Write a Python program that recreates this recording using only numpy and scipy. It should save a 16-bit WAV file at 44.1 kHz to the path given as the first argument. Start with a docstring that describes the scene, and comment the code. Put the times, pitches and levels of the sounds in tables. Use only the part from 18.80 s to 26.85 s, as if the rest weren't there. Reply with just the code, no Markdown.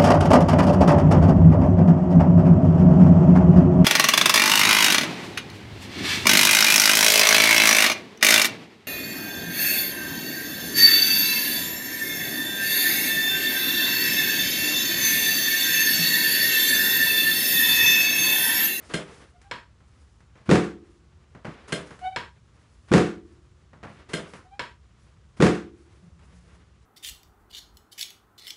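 """A padded drop table in a small treatment room is raised and pushed down three times.
First a lever lifts the cushion until it latches; then the lever squeaks back and knocks on its stop.
Next a heavy push trips the catch, and the loaded section slams onto the frame, which booms.
After the third drop, soft steps cross the carpet. All along, clothes and vinyl rustle
over the low rumble of the ventilation."""
import sys
import numpy as np
from scipy import signal
from scipy.fft import rfft, irfft, next_fast_len
from scipy.io import wavfile
from scipy.ndimage import uniform_filter1d

SR = 44100
rng = np.random.default_rng(int(sys.argv[2]) if len(sys.argv) > 2 else 0)


def store_pcm(level_fs):
    """Save levels as 16-bit WAV."""
    pcm = np.round(np.clip(level_fs, -1, 1) * 32767).astype(np.int16)
    wavfile.write(sys.argv[1], SR, np.atleast_2d(pcm).T)


N = 355137
TIME = np.arange(N) / SR
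AGE = TIME[:SR]  # the first second of a single sound; a "t60" is the seconds it takes to fade by 60 dB

# The heavy pushes. Each row: start in seconds, level in dB.
PUSHES = [(1.692, -13), (4.117, -12.5), (6.603, -13)]
# The hits in one drop: the catch trips and slides, the section lands, rattles and bounces. Each row:
# delay in seconds, clatter in dB, frame ring in dB, crack against echo in dB, treble cutoff in Hz.
DROP_HITS = [(0.0, -9, -15, -4.5, 2714), (0.0095, -9, -30.5, -8.5, 9000), (0.02, -3.5, 1, -4, 9900),
             (0.042, -14.5, -33, 9, 12000), (0.063, -9.5, -22, 0, 5950)]
# The tones of the loaded frame. Each row: pitch in Hz, relative level in dB, t60 in seconds.
FRAME_TONES = [(69.8, -19, 0.48), (85, -25, 0.41), (95.6, -14.5, 0.21), (138.1, -6, 0.27), (176, 1, 0.36),
               (203, -7, .4), (217.5, -9, 0.5), (233, -20.5, 0.36), (290, -24, 0.81), (301.3, -12, .46),
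               (315, -20, 0.64), (332.4, -18.5, 0.78), (346.6, -13, 0.59), (350.3, 0, 0.12),
               (404, -16, 0.55), (430.3, -11, 0.43), (448, -17, 0.51), (472.4, -7.5, 0.14),
               (507, -12, 0.26), (546, -18.5, 0.4), (676, -22.5, 0.35), (729, -11.5, 0.32),
               (735, -19.5, 0.41), (363, -40, 1.95), (480, -46, 1.54)]
# The clatter of the falling section. Each row: frequency in Hz, relative level in dB.
CLATTER_SPECTRUM = [(30, -21), (70, -11.5), (140, -6.5), (210, -1.5), (265, -1), (340, 3.5), (490, 0),
                    (600, -12.5), (900, -12), (1400, -11), (2800, -20.5), (4500, -25.5), (7500, -29.5),
                    (11000, -37.5)]
def drops(give_db=-16, give_hz=180, give_s=0.0097):
    """A push bends the cushion and trips the catch; the section falls, clatters and booms the frame."""
    out, frame = np.zeros(N), ring(FRAME_TONES)
    # the cushion gives with a dull swell just before the catch lets go
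    bend_age = AGE[AGE < 1.5 * give_s]
    bend = np.interp(bend_age / give_s, [0, 1, 1.5], [0, 1, 0]) ** 2
    give = blow_one(bend * np.sin(2 * np.pi * give_hz * bend_age))
    for s, db in PUSHES:
        add(out, s - give_s, from_db(db + give_db) * give)
    for delay, clatter_db, frame_db, direct_db, cutoff_hz in DROP_HITS:
        clatters = blows(CLATTER_SPECTRUM, len(PUSHES), direct_db,
                         crack_t60=0.017, echo_t60=0.38, change_db=-11, grain_db=5.5)
        for (s, db), clatter in zip(PUSHES, clatters):
            add(out, s + delay, from_db(db + clatter_db) * soften(clatter, cutoff_hz))
            add(out, s + delay, from_db(db + frame_db) * frame)
    return out


# The latch snaps in. Each row: start in seconds, level in dB.
LATCHES = [(0.138, -29.5), (2.9227, -29.5), (5.334, -31)]
# The sound of its slip and snap. Each row: frequency in Hz, relative level in dB.
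LATCH_SPECTRUM = [(50, -25), (105, -26), (150, 8), (270, -6), (400, -1), (620, -6), (850, -19), (1300, -12),
                  (1600, -11.5), (2300, -17.5), (3100, -10), (3900, -22.5), (4800, -23.5), (8500, -21.5),
                  (11000, -34)]
# The tones of the steel catch. Each row: pitch in Hz, relative level in dB, t60 in seconds.
CATCH_TONES = [(1596, 1.5, 0.059), (2109, 4, 0.041), (2402, -10, 0.15), (3210, -1, 0.027), (3220, 2, 0.057),
               (3540, -1, 0.055), (4184, 2.5, .025), (5110, -5.5, 0.078), (6900, -19, 0.11),
               (6900, -1, 0.03), (8500, -26, .04), (9070, -7.5, 0.11), (10600, -6, 0.036)]
# The tones of the raised cushion board. Each row: pitch in Hz, relative level in dB, t60 in seconds.
BOARD_TONES = [(145.5, 1, 0.29), (172, -11, 0.47), (209.5, -3, 0.24), (302.5, -6, 0.42), (400, -6.5, 0.52),
               (465, -15, 0.65), (506, -7, 0.41), (608, -1, 0.25), (670, -9.5, 0.36)]
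def latch(slip_db=-3, snap_s=0.0035, steel_db=-5, thud_s=0.012, thud_db=-3):
    """A small hook slips over its edge and snaps into the catch; the cushion board thuds into place."""
    out, board = np.zeros(N), ring(BOARD_TONES)
    steel = metal(CATCH_TONES, direct_db=-2, echo_t60=0.2)
    click = dict(crack_t60=0.025, echo_t60=0.26, change_db=-12, grain_db=6)
    slips = blows(LATCH_SPECTRUM, len(LATCHES), direct_db=1, **click)
    snaps = blows(LATCH_SPECTRUM, len(LATCHES), direct_db=0, **click)
    for (s, db), slip, snap in zip(LATCHES, slips, snaps):
        add(out, s, from_db(db + slip_db) * slip)
        add(out, s + snap_s, from_db(db) * snap + from_db(db + steel_db) * steel)
        add(out, s + thud_s, from_db(db + thud_db) * board)
    return out


# The lever falls back on its stop. Each row: start in seconds, level in dB.
STOPS = [(0.712, -35), (3.361, -31.5), (5.794, -33.5)]
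# The sound of that clack. Each row: frequency in Hz, relative level in dB.
STOP_SPECTRUM = [(50, -10), (130, -3), (260, -7), (500, -3), (780, -14), (1000, -2.5), (1400, -6),
                 (1620, -1), (2200, -8), (3300, -12), (4800, -18.5), (5300, -30), (6600, -26),
                 (11000, -37.5)]
# The tones of the lever. Each row: pitch in Hz, relative level in dB, t60 in seconds.
LEVER_TONES = [(966, 4, 0.1), (1177, -4.5, 0.056), (1435, -12, 0.057), (1603, -3.5, 0.062),
               (1705, -10, 0.018), (2230, 1, .04), (2557, -16, 0.043), (2810, -11, 0.038),
               (3300, 3.5, 0.017), (4200, 0, 0.026), (5320, 2, 0.011), (5300, -46, 0.046),
               (6600, -26, 0.037), (7500, -16, .03)]
def lever_stop(ring_db=-3):
    """The steel lever clacks against its stop and rings briefly."""
    out, steel = np.zeros(N), metal(LEVER_TONES, direct_db=4, echo_t60=0.31)
    clacks = blows(STOP_SPECTRUM, len(STOPS), direct_db=-3,
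                   crack_t60=0.03, echo_t60=0.3, change_db=-5, grain_db=7)
    for (s, db), clack in zip(STOPS, clacks):
        add(out, s, from_db(db) * (clack + from_db(ring_db) * steel))
    return out


# The returning lever squeaks. Each row: start and rise in seconds, starting pitch in Hz, level in dB.
SQUEAKS = [(0.535, 0.027, 705, -58), (0.625, .05, 780, -57.5), (3.21, 0.067, 721, -28),
           (3.3, .028, 743, -39), (5.64, 0.028, 726, -55.5), (5.705, .035, 778, -48)]
# The tones within a squeak. Each row: multiple of the pitch, relative level in dB.
SQUEAK_TONES = [(1, 1.5), (2, -15), (3, -18), (4, -22.5), (5, -26.5), (6, -41)]
def squeaks(glide_hz_per_s=450, jitter=0.011, waver_db=4.5, fall_s=0.016, room_db=-11, room_t60=0.33):
    """The dry pivot sticks and slips at an almost pure pitch, which climbs as the lever speeds up."""
    out, wobble = np.zeros(N), 1 + jitter * drift(150)
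    # only the overtones waver in level
    gains = [(k, from_db(db + waver_db * (k > 1) * drift(45))) for k, db in SQUEAK_TONES]
    for s, rise_s, hz, db in SQUEAKS:
        span = round(s * SR) + np.arange(len(AGE))
        pitch = (hz + glide_hz_per_s * AGE) * wobble[span]
        phase = 2 * np.pi * np.cumsum(pitch) / SR
        tone = np.sqrt(2) * sum(gain[span] * np.sin(k * phase) for k, gain in gains)
        out[span] += from_db(db) * swell(rise_s, 0, fall_s) * tone
    echo = burst(room_t60) * np.sqrt(20 / SR)
    return out + from_db(room_db) * signal.fftconvolve(out, echo)[:N]


# A hand grips the lever for the second and third lifts. Each row: time in seconds, level in dB.
GRIPS = [(2.652, -35.5), (5.035, -39.5)]
# The knocks in one grip: a touch, the links shift, pull tight and bounce.
# Each row: delay in seconds, relative level in dB, treble boost in dB.
GRIP_KNOCKS = [(-0.103, -12, -13.5), (-0.005, -6, -7), (0.0, -1.5, -10), (0.015, -5.5, -19)]
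# Stray knocks. Each row: start in seconds, level in dB, treble boost in dB.
STRAY_KNOCKS = [(0.615, -60, 31), (1.004, -62, 0), (1.405, -62, 14), (1.555, -57, -1), (3.107, -46, 1),
                (3.191, -54.5, 23), (5.536, -45, 8), (7.392, -63.5, 17)]
# The sound of a knock. Each row: frequency in Hz, relative level in dB.
KNOCK_SPECTRUM = [(50, -17.5), (150, 6.5), (300, -2.5), (500, -3), (800, -6), (1200, -5), (2000, -9.5),
                  (3500, -21), (7000, -28.5), (11000, -37)]
def knocks(treble_hz=3500, direct_db=-5):
    """Hands and the lever's loose links knock lightly; harder contact sounds brighter."""
    out = np.zeros(N)
    grips = [(s, db + knock_db, boost) for s, db, knock_db, boost in repeated(GRIPS, GRIP_KNOCKS)]
    for s, db, boost in grips + STRAY_KNOCKS:
        spectrum = [(hz, level + boost * hz / (hz + treble_hz)) for hz, level in KNOCK_SPECTRUM]
        contact = from_db(direct_db) * burst(t60=0.03) + burst(t60=0.3, grain_db=5)
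        add(out, s, from_db(db) * blow_one(colour(contact, spectrum)))
    return out


# The footfalls. Each row: start in seconds, level in dB.
STEPS = [(7.209, -47), (7.271, -61), (7.511, -54), (7.555, -61), (7.722, -55.5)]
# The sound of a footfall. Each row: frequency in Hz, relative level in dB.
STEP_SPECTRUM = [(30, -18), (70, -2), (130, -18.5), (175, 5.5), (240, -27.5), (500, -24), (1500, -39),
                 (11000, -50)]
def footsteps(rise_s=0.017):
    """Feet land on carpet, which turns each hit into a dull swell."""
    out, carpet = np.zeros(N), 1 - np.exp(-AGE / rise_s)
    for s, db in STEPS:
        thud = colour(carpet * burst(t60=0.61), STEP_SPECTRUM)
        add(out, s, from_db(db) * blow_one(thud))
    return out


# Rubs in each lift: the lever is drawn up, the hook slides, the cushion settles, the hand lets go.
# Each row: delay from the latch, rise, hold and fall in seconds, then cloth and vinyl levels in dB.
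LIFT_RUBS = [(-0.26, 0.027, 0.096, 0.064, -53, -72), (-0.048, 0.0088, 0.059, .03, -46, -55),
             (0.01, .04, 0.022, 0.053, -41, -85), (0.102, 0.052, 0.052, 0.06, -52, -59.5)]
# Rubs in each push: hands bear down, the body springs back, hands slide off.
# Each row: delay from the push, rise, hold and fall in seconds, then cloth and vinyl levels in dB.
PUSH_RUBS = [(-0.04, 0.01, .04, 0.037, -53, -64), (0.1, .05, 0.094, 0.047, -54.5, -82),
             (0.308, .07, .06, .09, -69, -74)]
# Shifting, reaching and walking away. Each row: start and hold in seconds, cloth and vinyl levels in dB.
MOVES = [(0.0, 0.027, -56.5, -58), (0.338, 0.026, -51.5, -60.5), (1.03, .28, -75, -73.5),
         (1.528, 0.043, -61.5, -75), (2.77, 0.032, -56, -76), (3.192, 0.032, -56.5, -65.5),
         (3.7, 0.35, -74, -74), (6.158, 0.075, -68.5, -72.5), (7.077, 0.074, -65, -73),
         (7.39, 0.36, -63.5, -72)]
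# The rustle of clothes. Each row: frequency in Hz, relative level in dB.
CLOTH_SPECTRUM = [(100, 0.5), (200, 9), (450, 8.5), (750, 1.5), (1100, 4), (2000, 1), (3500, -6.5),
                  (6000, -17.5), (11000, -37.5)]
# The hiss of rubbed vinyl. Each row: frequency in Hz, relative level in dB.
VINYL_SPECTRUM = [(1000, -20.5), (3000, -4), (5000, 5), (7500, 1.5), (9700, 1), (11000, -2.5)]
def rubbing(move_rise_s=0.054, move_fall_s=0.05):
    """Cloth and vinyl rub at every lift, push and shift of weight, and never quite come to rest."""
    rubs = repeated(LATCHES, LIFT_RUBS) + repeated(PUSHES, PUSH_RUBS)
    strokes = [(s, swell(rise, hold, fall), *levels) for s, _, rise, hold, fall, *levels in rubs]
    strokes += [(s, swell(move_rise_s, hold, move_fall_s), *levels) for s, hold, *levels in MOVES]
    starts, shapes, cloth_db, vinyl_db = zip(*strokes)
    cloth = slide(CLOTH_SPECTRUM, zip(starts, shapes, cloth_db), idle_db=-68.5)
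    vinyl = slide(VINYL_SPECTRUM, zip(starts, shapes, vinyl_db), idle_db=-82.5)
    return cloth + vinyl


def slide(spectrum, strokes, idle_db, grain_db=3, flutter_db=1, scrape_db=1.8, scrapes_per_s=28):
    """A material slides in a stream of tiny uneven slips, as strong as all its strokes together."""
    power = np.full(N, from_db(idle_db) ** 2)
    for s, shape, db in strokes:
        add(power, s, (from_db(db) * shape) ** 2)
    slips = rng.standard_normal(N) * grains(N, grain_db)
    flicker = from_db(flutter_db * drift(70) + scrape_db * drift(scrapes_per_s))
    return rms_one(colour(slips, spectrum)) * np.sqrt(power) * flicker


# The sound of the ventilation. Each row: frequency in Hz, relative level in dB.
AIR_SPECTRUM = [(15, -46.5), (25, -27.5), (45, -12), (66, 2), (124, -7.5), (149, -10.5), (212, -18),
                (319, -28.5), (353, -24), (559, -36.5), (1230, -30), (2160, -45.5), (2780, -38.5),
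                (7320, -42), (11000, -55), (14300, -84.5), (22000, -120)]
def ventilation(level_db=-55):
    """The ventilation makes a steady low rumble with a faint hiss."""
    return from_db(level_db) * rms_one(colour(rng.standard_normal(N), AIR_SPECTRUM))


def blows(spectrum, count, direct_db, crack_t60, echo_t60, change_db, grain_db):
    """Repeats of one hit: a short crack and the room's echo, nearly the same each time."""
    hit = from_db(direct_db) * burst(crack_t60) + burst(echo_t60, grain_db)
    changes = [from_db(change_db) * burst(echo_t60, grain_db) for _ in range(count)]
    return [blow_one(colour(hit + change, spectrum)) for change in changes]


def burst(t60, grain_db=0.):
    """A crowd of tiny hits or echoes that dies away, equally strong from bass to treble."""
    sizes = grains(len(AGE), grain_db)
    decay = from_db(-60 * AGE / t60)
    spectrum = rfft(rng.standard_normal(len(AGE)) * sizes * decay)
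    local_level = np.sqrt(uniform_filter1d(abs(spectrum) ** 2, size=int(20 / t60) + 1))
    return blow_one(irfft(spectrum / local_level) * np.minimum(1, 20 * decay))


def ring(tones):
    """A struck part rings with fading tones; every other one starts in the opposite direction."""
    return blow_one(sum((-1) ** k * from_db(db - 60 * AGE / t60) * np.sin(2 * np.pi * hz * AGE)
                        for k, (hz, db, t60) in enumerate(tones)))


def metal(tones, direct_db, echo_t60):
    """Steel rings briefly, and the room draws the sound out."""
    path = burst(echo_t60) + from_db(direct_db) * burst(t60=0.019)
    return blow_one(signal.fftconvolve(ring(tones), path)[:len(AGE)])


def soften(x, cutoff_hz):
    """Padding takes the treble out of a hit."""
    pole = np.exp(-2 * np.pi * cutoff_hz / SR)
    return signal.lfilter([1 - pole], [1, -pole], x)


def colour(x, spectrum):
    """Filter a sound to follow a spectrum, with nothing heard before it starts (minimum phase)."""
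    size = 2 * next_fast_len(len(x) // 2 + SR // 10)
    hz, db = np.transpose(spectrum)
    bin_hz = np.arange(size // 2 + 1) * SR / size
    gain = from_db(np.interp(np.log(bin_hz + 1), np.log(hz), db))
    # move the filter's early half to after the start
    cepstrum = irfft(np.log(gain))
    cepstrum[1:size // 2] *= 2
    cepstrum[size // 2 + 1:] = 0
    return irfft(rfft(x, size) * np.exp(rfft(cepstrum)))[:len(x)]


def swell(rise_s, hold_s, fall_s):
    """Grow evenly, hold, then die away."""
    return np.minimum(AGE / rise_s, 1) * np.exp(-np.maximum(AGE - rise_s - hold_s, 0) / fall_s)


def grains(count, spread_db):
    """Random sizes that make noise rough."""
    return from_db(spread_db * np.clip(rng.standard_normal(count), -2, 2))


def drift(turns_per_s):
    """A random wander with a typical size of 1."""
    points = rng.standard_normal(N // 20)
    return rms_one(np.interp(TIME * turns_per_s, np.arange(len(points)), points))


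def repeated(events, pattern):
    """Repeat a pattern at every event. Each row: start in seconds, event level in dB, other columns."""
    return [(s + delay, db, *rest) for s, db in events for delay, *rest in pattern]


def add(out, s, x):
    """Mix a sound in from second s; it may already be under way at the start."""
    at = round(s * SR)
    x, at = x[max(-at, 0):], max(at, 0)
    out[at:at + len(x)] += x[:len(out) - at]


def from_db(db):
    """Turn decibels into a gain."""
    return 10 ** (np.asarray(db) / 20)


def rms_one(x):
    """Scale to an average strength (rms) of 1."""
    return x / np.sqrt(np.mean(x ** 2) + 1e-20)


def blow_one(x):
    """Scale a hit to the energy of a twentieth of a second at rms 1."""
    return x / np.sqrt(np.sum(x ** 2) * 20 / SR)


def scene():
    """Everything heard from one place across the room."""
    table = drops() + latch() + lever_stop() + knocks()
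    return (table + footsteps() + squeaks() + rubbing() + ventilation())[None]


def record(dry, bass_hz=28, top_hz=10950):
    """The small microphone loses the deepest bass, the loudest peaks are rounded and the top is cut."""
    high_pass = signal.butter(2, bass_hz, "high", fs=SR, output="sos")
    low_pass = signal.ellip(12, 0.2, 80, top_hz, fs=SR, output="sos")
    rounded = np.tanh(signal.sosfilt(high_pass, dry))
    return signal.sosfilt(low_pass, rounded)


dry = scene()
out = record(dry)
store_pcm(out)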